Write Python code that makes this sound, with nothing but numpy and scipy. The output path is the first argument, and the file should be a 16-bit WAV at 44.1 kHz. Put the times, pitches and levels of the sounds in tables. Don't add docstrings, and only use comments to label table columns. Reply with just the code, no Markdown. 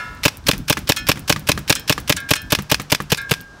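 import sys
import numpy as np
from scipy import signal
from scipy.fft import rfft, irfft, next_fast_len
from scipy.io import wavfile
from scipy.ndimage import map_coordinates

SR = 44100
rng = np.random.default_rng(int(sys.argv[2]) if len(sys.argv) > 2 else 0)


def level_to_linear(level):
    exponent = np.asarray(level, float) / 20
    return 10 ** exponent


def dump_mix(stems):
    frames = np.atleast_2d(stems).T
    limited = np.clip(frames, -1, 1)
    pcm = np.round(limited * 32767).astype(np.int16)
    wavfile.write(sys.argv[1], SR, pcm)


N = 158760
EMPTY_FROM_S = 3.05


def unit(x):
    return x / np.sqrt(np.mean(x ** 2) + 1e-20)


def along(points, hz):
    f, v = np.transpose(points)
    return np.interp(np.log(hz + 1), np.log(f + 1), v)


def noise(spectrum):
    m = next_fast_len(N)
    colour = level_to_linear(along(spectrum, np.fft.rfftfreq(m, 1 / SR)))
    return unit(irfft(rfft(rng.standard_normal(m)) * colour, m)[:N])


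def wobble(rate):
    points = rng.standard_normal(int(N * rate / SR) + 4)
    return map_coordinates(points, [np.arange(N) * rate / SR])


def swell(s, db, t60, rise=0.00048):
    t = np.arange(N) / SR - s
    return level_to_linear(db - 60 * np.clip(t, 0, 9) / t60) * np.exp(np.clip(t, -1, 0) / rise)


def highpass(x, order, hz):
    return signal.sosfilt(signal.butter(order, hz, "high", fs=SR, output="sos"), x)


def strike(out, s, modes, db, scatter_db, steel=False):
    hz, level, t60 = np.transpose(modes)[:, :, None]
    i = max(int(np.ceil(s * SR)), 0)
    t = np.arange(i, min(N, i + int(t60.max() * SR))) / SR - s
    level = level + db + scatter_db * rng.standard_normal(hz.shape)
    phase, grow = 2 * np.pi * hz * t, 1
    if steel:
        beat_hz = rng.uniform(25, 90, (2, len(hz), 1))
        beat = 2 * np.pi * (beat_hz * t + rng.random((2, len(hz), 1)))
        depth = 0.3 * np.clip(hz / 3000, 0, 1.5) ** 2
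        phase = phase + 2 * np.pi * rng.random(hz.shape) + depth * np.sin(beat[0])
        build = 1 - np.exp(-t * hz / 9)
        grow = build * level_to_linear(4 * depth * np.sin(beat[1]))
    out[i:i + len(t)] += np.sum(grow * level_to_linear(level - 60 * t / t60) * np.sin(phase), 0)


# (time [s], peak level [dB], sear over usual [dB], bolt over usual [dB])
SHOTS = [(0.2517, -8, 3, 3.5), (0.4838, -8, 2.5, 4), (0.6977, -7.5, 0.5, 3.7), (0.8912, -7, -3.5, 3.2),
         (1.0866, -7.5, -1.5, 5.3), (1.2954, -7.5, -0.5, 4.5), (1.488, -8, -3, 5), (1.6965, -5, -5, 1.8),
         (1.8956, -7.5, -1.5, 6), (2.095, -8, -3.5, 5.5), (2.3068, -8.5, -0.5, 5.5), (2.521, -7, -3, 3.5),
         (2.7145, -8.5, -1, 6), (2.9185, -9.5, -0.5, 6.6), (3.1186, -9, -1.5, -4.5),
         (3.3105, -9, -6.5, -3.5)]
# (time from the valve [s], level [dB])
SEAR_CLICKS = [
    (-.022, -37.5),
    (-.0172, -15),
    (-.0133, -14),
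    (-.008, -20),
]
# (time after the valve [s], level [dB])
VALVE_SPURTS = [
    (0.0006, -4),
    (.003, -3.5),
    (.0056, 2),
    (.0085, -12),
    (.012, -7.5),
    (0.018, -12.5),
]
# (frequency [Hz], level [dB per Hz])
GAS_COLOUR = [(410, -12), (800, -2.5), (2040, -5.5), (2700, 2), (3600, -3.5), (6040, -8), (10400, -18),
              (15000, -14.5), (16500, -51)]
# (frequency [Hz], level [dB per Hz])
METAL_COLOUR = [(290, -36), (500, -22), (1090, -10.5), (2360, -3.5), (4420, -6.5), (5270, -2.5),
                (6860, -12), (14300, -18.5), (16500, -25)]
# (frequency [Hz], level [dB], t60 [s])
BODY_MODES = [(1078, -14.5, 0.013), (1690, 0, 0.013), (2515, 1, 0.019), (2857, -8.5, 0.0099),
              (3490, -5.5, 0.024), (4230, -22, 0.028), (5340, -8, 0.027)]


def marker():
    gas, metal, ring = np.zeros((3, N))
    body_db = -6.5
    for s, db, sear_db, bolt_db in SHOTS:
        for when, level in SEAR_CLICKS:
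            level += db + sear_db + rng.normal(0, 0.86)
            when += s + rng.normal(0, 0.000444)
            metal += swell(when, level, t60=0.033, rise=0.00065)
            strike(ring, when, BODY_MODES, level + body_db, scatter_db=3)
        for when, level in VALVE_SPURTS:
            gas += swell(s + when, db + level + rng.normal(0, 2.7), t60=0.018)
            strike(ring, s + when, BODY_MODES, db + level + body_db, scatter_db=1.5)
        slam = s + 0.0304 - 0.0019 * (s > EMPTY_FROM_S)
        slam_db = db + bolt_db - 7
        metal += swell(slam, slam_db, t60=0.017, rise=0.0017)
        metal += swell(slam, slam_db - 11.5, t60=0.0031)
        metal += swell(slam, db - 30, t60=0.34, rise=0.0017)
        metal += swell(slam + 0.0078, slam_db - 15, t60=0.017)
        strike(ring, slam, BODY_MODES, slam_db - 0.5, scatter_db=1.5)
    spit = gas * noise(GAS_COLOUR) + metal * noise(METAL_COLOUR)
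    spit = spit * level_to_linear(2.5 * wobble(1500))
    return highpass(spit, 4, 750) + ring


# (frequency [Hz], level [dB], t60 [s])
BARREL_MODES = [(155.2, -8, 0.054), (287.7, -10, 0.096), (449.5, -11, 0.043), (581, -10.5, 0.044),
                (910, -24.5, 0.09), (1052, -15, 0.041), (1180, -32.5, 0.14)]
POP_LAG_MS = [.2, .6, 0, .5, .5, .2, .1, .6, -.2, .1, -.2, -.3, -.2, -.2, -.2, 0]


def barrel():
    out, t = np.zeros(N), np.arange(N) / SR
    pop_db, rebound_s, round_s = -0.8, 0.001547, 0.0072
    for (s, *_), lag in zip(SHOTS, POP_LAG_MS):
        empty, ring = s > EMPTY_FROM_S, np.zeros(N)
        pop = s + (0.0073 if empty else 0.008) + lag / 1000
        modes = np.array(BARREL_MODES)
        if empty:
            modes[[1, 3, 4, 5, 6], 1] -= 29
        strike(ring, pop, modes[:4], pop_db + 3 * empty, scatter_db=0.7)
        strike(ring, pop + rebound_s, modes[4:], pop_db - 8 * empty, scatter_db=1.5)
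        spent = swell(pop + round_s, 0, t60=0.014, rise=12)
        out -= ring * np.maximum(spent, level_to_linear(-16))
        build = np.clip((t - s) / (pop - s), 0, 1)
        push = level_to_linear(-9 + 1.8 * empty) * build ** 2
        hum = level_to_linear(-18) * np.cos(2 * np.pi * 560 * (t - s - 0.0008))
        out += (build < 1) * (build > 0) * (push + hum)
    return out


# (frequency [Hz], level [dB])
BRIGHT_COLOUR = [(1000, -13.5), (4000, -10), (9000, -2.5), (14000, 0), (16500, -0.5)]


def crack():
    return sum(swell(s + 0.001, db + 1.5, t60=0.011) for s, db, *_ in SHOTS) * noise(BRIGHT_COLOUR)


# (time [s], peak level [dB])
RESETS = [(0.15, -47), (0.3715, -31.5), (0.5801, -29), (0.7912, -30), (0.9901, -30), (1.1941, -29),
          (1.3955, -31), (1.5916, -31), (1.797, -27), (2.0024, -28), (2.2036, -30), (2.4194, -31),
          (2.623, -30), (2.818, -29), (3.022, -32), (3.217, -33), (3.412, -33)]
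# (time [s], peak level [dB])
TICKS = [
    (.07, -48),
    (.173, -45),
    (.213, -47),
    (.352, -44),
    (.441, -43),
    (.452, -48),
    (.655, -48),
    (3.286, -44),
    (3.406, -37),
    (3.477, -48),
]
# (frequency [Hz], level [dB])
TICK_COLOUR = [(1500, -20), (3500, 9), (8000, 1), (12000, -20), (16500, -20)]


def trigger():
    resets, ticks = np.zeros((2, N))
    for s, db in RESETS:
        resets += swell(s, db + 6.5, t60=0.0077) + swell(s + 0.0078, db - 7, t60=0.015)
    for s, db in TICKS:
        ticks += swell(s, db, t60=0.012)
    return resets * noise(BRIGHT_COLOUR) + ticks * noise(TICK_COLOUR)


# (time [s], peak level [dB], thump level [dB], knock level [dB])
SPLATS = [
    (0.5328, -14.5, -32.5, -28),
    (0.7708, -12.5, -33.5, -24),
    (1.1574, -26, -34, -48),
    (1.1726, -24.5, -46, -38),
    (1.3619, -16.5, -26.5, -22),
    (1.576, -15.5, -31.5, -23.5),
    (1.979, -16.5, -36.5, -17.5),
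    (2.5881, -16, -26, -20.5),
    (2.798, -15, -32.5, -20),
    (3.0028, -18, -29.5, -20),
]
# (frequency [Hz], level [dB per Hz])
SPLAT_COLOUR = [(180, -16), (300, -7), (567, -21), (1870, -15), (4930, -25), (6240, -24.5), (13700, -38),
                (16500, -35)]
# (frequency [Hz], level [dB], t60 [s])
BOARD_MODES = [(148.2, 3, 0.33), (198.4, 7, 0.13), (335, -1, 0.084)]
# (frequency [Hz], level [dB], t60 [s])
KNOCK_MODES = [(490, -8, 0.05), (1190, 4, 0.02), (1700, -1, 0.033), (2680, -15, 0.0144)]


def splats():
    burst, board = np.zeros((2, N))
    for s, db, thump_db, knock_db in SPLATS:
        burst += swell(s, db - 5.5, t60=0.046, rise=0.00017) + swell(s, db - 18, t60=0.22)
        strike(board, s, BOARD_MODES, thump_db, scatter_db=1.5)
        strike(board, s, KNOCK_MODES, knock_db, scatter_db=2.5)
    return burst * noise(SPLAT_COLOUR) + board


# (time [s], peak level [dB], ring over it [dB], brightness [dB per octave])
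PANEL_HITS = [
    (0.9637, -12, -12, -2),
    (1.7531, -13, -20, 6),
    (2.3548, -14, -13, 0.5),
]
POST_HITS = [
    (2.165, -15, -11, -1),
    (3.173, -19.5, -6, -0.61),
]
RAIL_HITS = [
    (-0.04, -13.5, -12.5, 0.1),
]
# (frequency [Hz], level [dB], t60 [s])
PANEL_MODES = [(1464, -9, .45), (1744, -3, .45), (2256, -10, .15), (2514, 1, .24), (2767, -7, .22),
               (2902, -11, .2), (3210, -2, .28), (4116, -5, .22), (5288, -2, .25), (5609, -11, .14),
               (6660, -9, .13), (8059, -12, .1), (8807, -13, .1), (9491, -13, .1)]
POST_MODES = [(1109, -19, .8), (1389, -5, .38), (1611, -1, 1.2), (1658, -2, .6), (1739, -8, .5),
              (2137, -7, .4), (2261, -11, .27), (2406, -9, .2), (2579, -10, .24), (3542, -7, .2),
              (3736, -9, .2), (3935, -7, .22), (4450, -8, .15), (5286, -11, .25)]
RAIL_MODES = [(991, -9, 1.3), (3553, -13, .55), (1300, -11, .8), (1319, -4, 0.89), (1390, -10, .6),
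              (1427, -1, 0.64), (5286, -14, .42), (1690, -3, 0.65), (1739, -5, 0.57), (1803, -12, 1.2),
              (2137, -3, 0.57), (2412, -4, 0.27), (2719, -11, 0.78), (4366, -5, 0.17)]
# (frequency [Hz], level [dB per Hz])
CLICK_COLOUR = [(1000, -20), (3000, -13), (6000, -2.5), (9500, -4.5), (11000, -13), (16500, -11)]
# (frequency [Hz], level [dB per Hz])
RATTLE_COLOUR = [(410, -55), (700, -9), (1500, 4), (1960, -4), (2600, -0.5), (5290, -5.5), (15200, -15),
                 (16500, -44)]


def frame():
    ring, shake, clicks = np.zeros((3, N))
    parts = ((PANEL_HITS, PANEL_MODES), (POST_HITS, POST_MODES), (RAIL_HITS, RAIL_MODES))
    for hits, modes in parts:
        for s, db, ring_db, tilt_db in hits:
            tilted = [(hz, level + tilt_db * np.log2(hz / 2500), t60) for hz, level, t60 in modes]
            strike(ring, s, tilted, db + ring_db, scatter_db=1, steel=True)
            hz = rng.uniform(1300, 10000, size=70)
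            swarm = np.c_[hz, along(RATTLE_COLOUR, hz), 0.2 * (2000 / hz) ** 0.4]
            strike(ring, s, swarm, db - 22, scatter_db=4, steel=True)
            clicks += swell(s, db, t60=0.004, rise=0.0001)
            started = np.arange(N) > s * SR
            shake += swell(s + 0.004, db - 7, t60=0.05, rise=0.003) * started
            for late in 0.012 * rng.random(size=6):
                clicks += swell(s + late, db - 6 - 150 * late, t60=0.003, rise=0.0001)
    rattle = shake * noise(RATTLE_COLOUR) * level_to_linear(1.4 * wobble(360))
    return highpass(ring + clicks * noise(CLICK_COLOUR) + rattle, 3, 900)


# (frequency [Hz], t60 [s])
LOT_T60 = [(100, 0.48), (1000, 0.41), (5000, 0.28), (15000, 0.14)]


def lot(x):
    out, size = np.zeros(N + 2 * SR), SR // 5
    hedge_s, hedge_wide_s = 0.1, 0.014
    for i in range(0, N, size):
        hz, t, z = signal.stft(rng.standard_normal(SR // 2), SR, nperseg=256)
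        tail = level_to_linear(-24 - 60 * t / along(LOT_T60, hz)[:, None])
        hedge = level_to_linear(-41.5) * np.exp(-0.5 * ((t - hedge_s) / hedge_wide_s) ** 2)
        echo = signal.istft(z * (tail + hedge), SR, nperseg=256)[1] / 30
        wet = signal.fftconvolve(x[i:i + size], echo)
        out[i:i + len(wet)] += wet
    return out[:N]


# (frequency [Hz], level [dB])
EARLIER_COLOUR = [(100, -15), (400, 4), (1500, 8.5), (6000, -8), (16000, -21)]


def earlier_shots():
    return swell(0, -37.5, t60=1) * noise(EARLIER_COLOUR)


# (frequency [Hz], level [dB per Hz])
FAR_COLOUR = [(18, -40), (30, -4), (103, -1.5), (266, -7.5), (1500, -9), (1630, -8), (1910, -18.5),
              (5740, -20.5), (16000, -45)]
# (time [s], level [dB])
FAR_LEVEL = [
    (0, -48.5),
    (1.5, -44),
    (3.3, -45),
    (3.45, -49.5),
    (3.6, -44.5),
]
# (time [s], level [dB])
WIND_LEVEL = [
    (0.0, -38),
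    (1.54, -32),
    (2.48, -36.5),
    (2.83, -36.5),
    (3.6, -46),
]
# (frequency [Hz], level [dB])
RUMBLE_COLOUR = [(25, 5.5), (60, 7.5), (150, 1), (300, -5), (600, -42.5)]


def air():
    t = np.arange(N) / SR
    far_db = np.interp(t, *np.transpose(FAR_LEVEL)) + wobble(2.9)
    wind_db = np.interp(t, *np.transpose(WIND_LEVEL)) + 4.15 * wobble(25.35)
    return level_to_linear(far_db) * noise(FAR_COLOUR) + level_to_linear(wind_db) * noise(RUMBLE_COLOUR)


def scene():
    shots = marker() + barrel() + crack()
    hits = splats() + frame()
    return (shots + trigger() + hits + lot(shots) + earlier_shots() + air())[None]


def band_limit(x):
    return signal.sosfilt(signal.butter(12, 16990, fs=SR, output="sos"), x)


def record(dry):
    recover_s, ceiling, top_hz, top_fall_db = 0.31, 1.05, 15640, 32
    dry = highpass(dry, 2, 45)
    memory = recover_s * SR
    loud = signal.lfilter([1], [1, -np.exp(-1 / memory)], np.abs(dry)) / memory
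    x = dry * level_to_linear(-3.5 * np.clip(loud / 0.12, 0, 2))
    x = x / (1 + np.abs(x / ceiling) ** 4) ** 0.25
    above_khz = np.clip(np.fft.rfftfreq(N, 1 / SR) - top_hz, 0, 3000) / 1000
    x = irfft(rfft(x) * level_to_linear(-above_khz * top_fall_db), N)
    return band_limit(x)


dry = scene()
out = record(dry)
dump_mix(out)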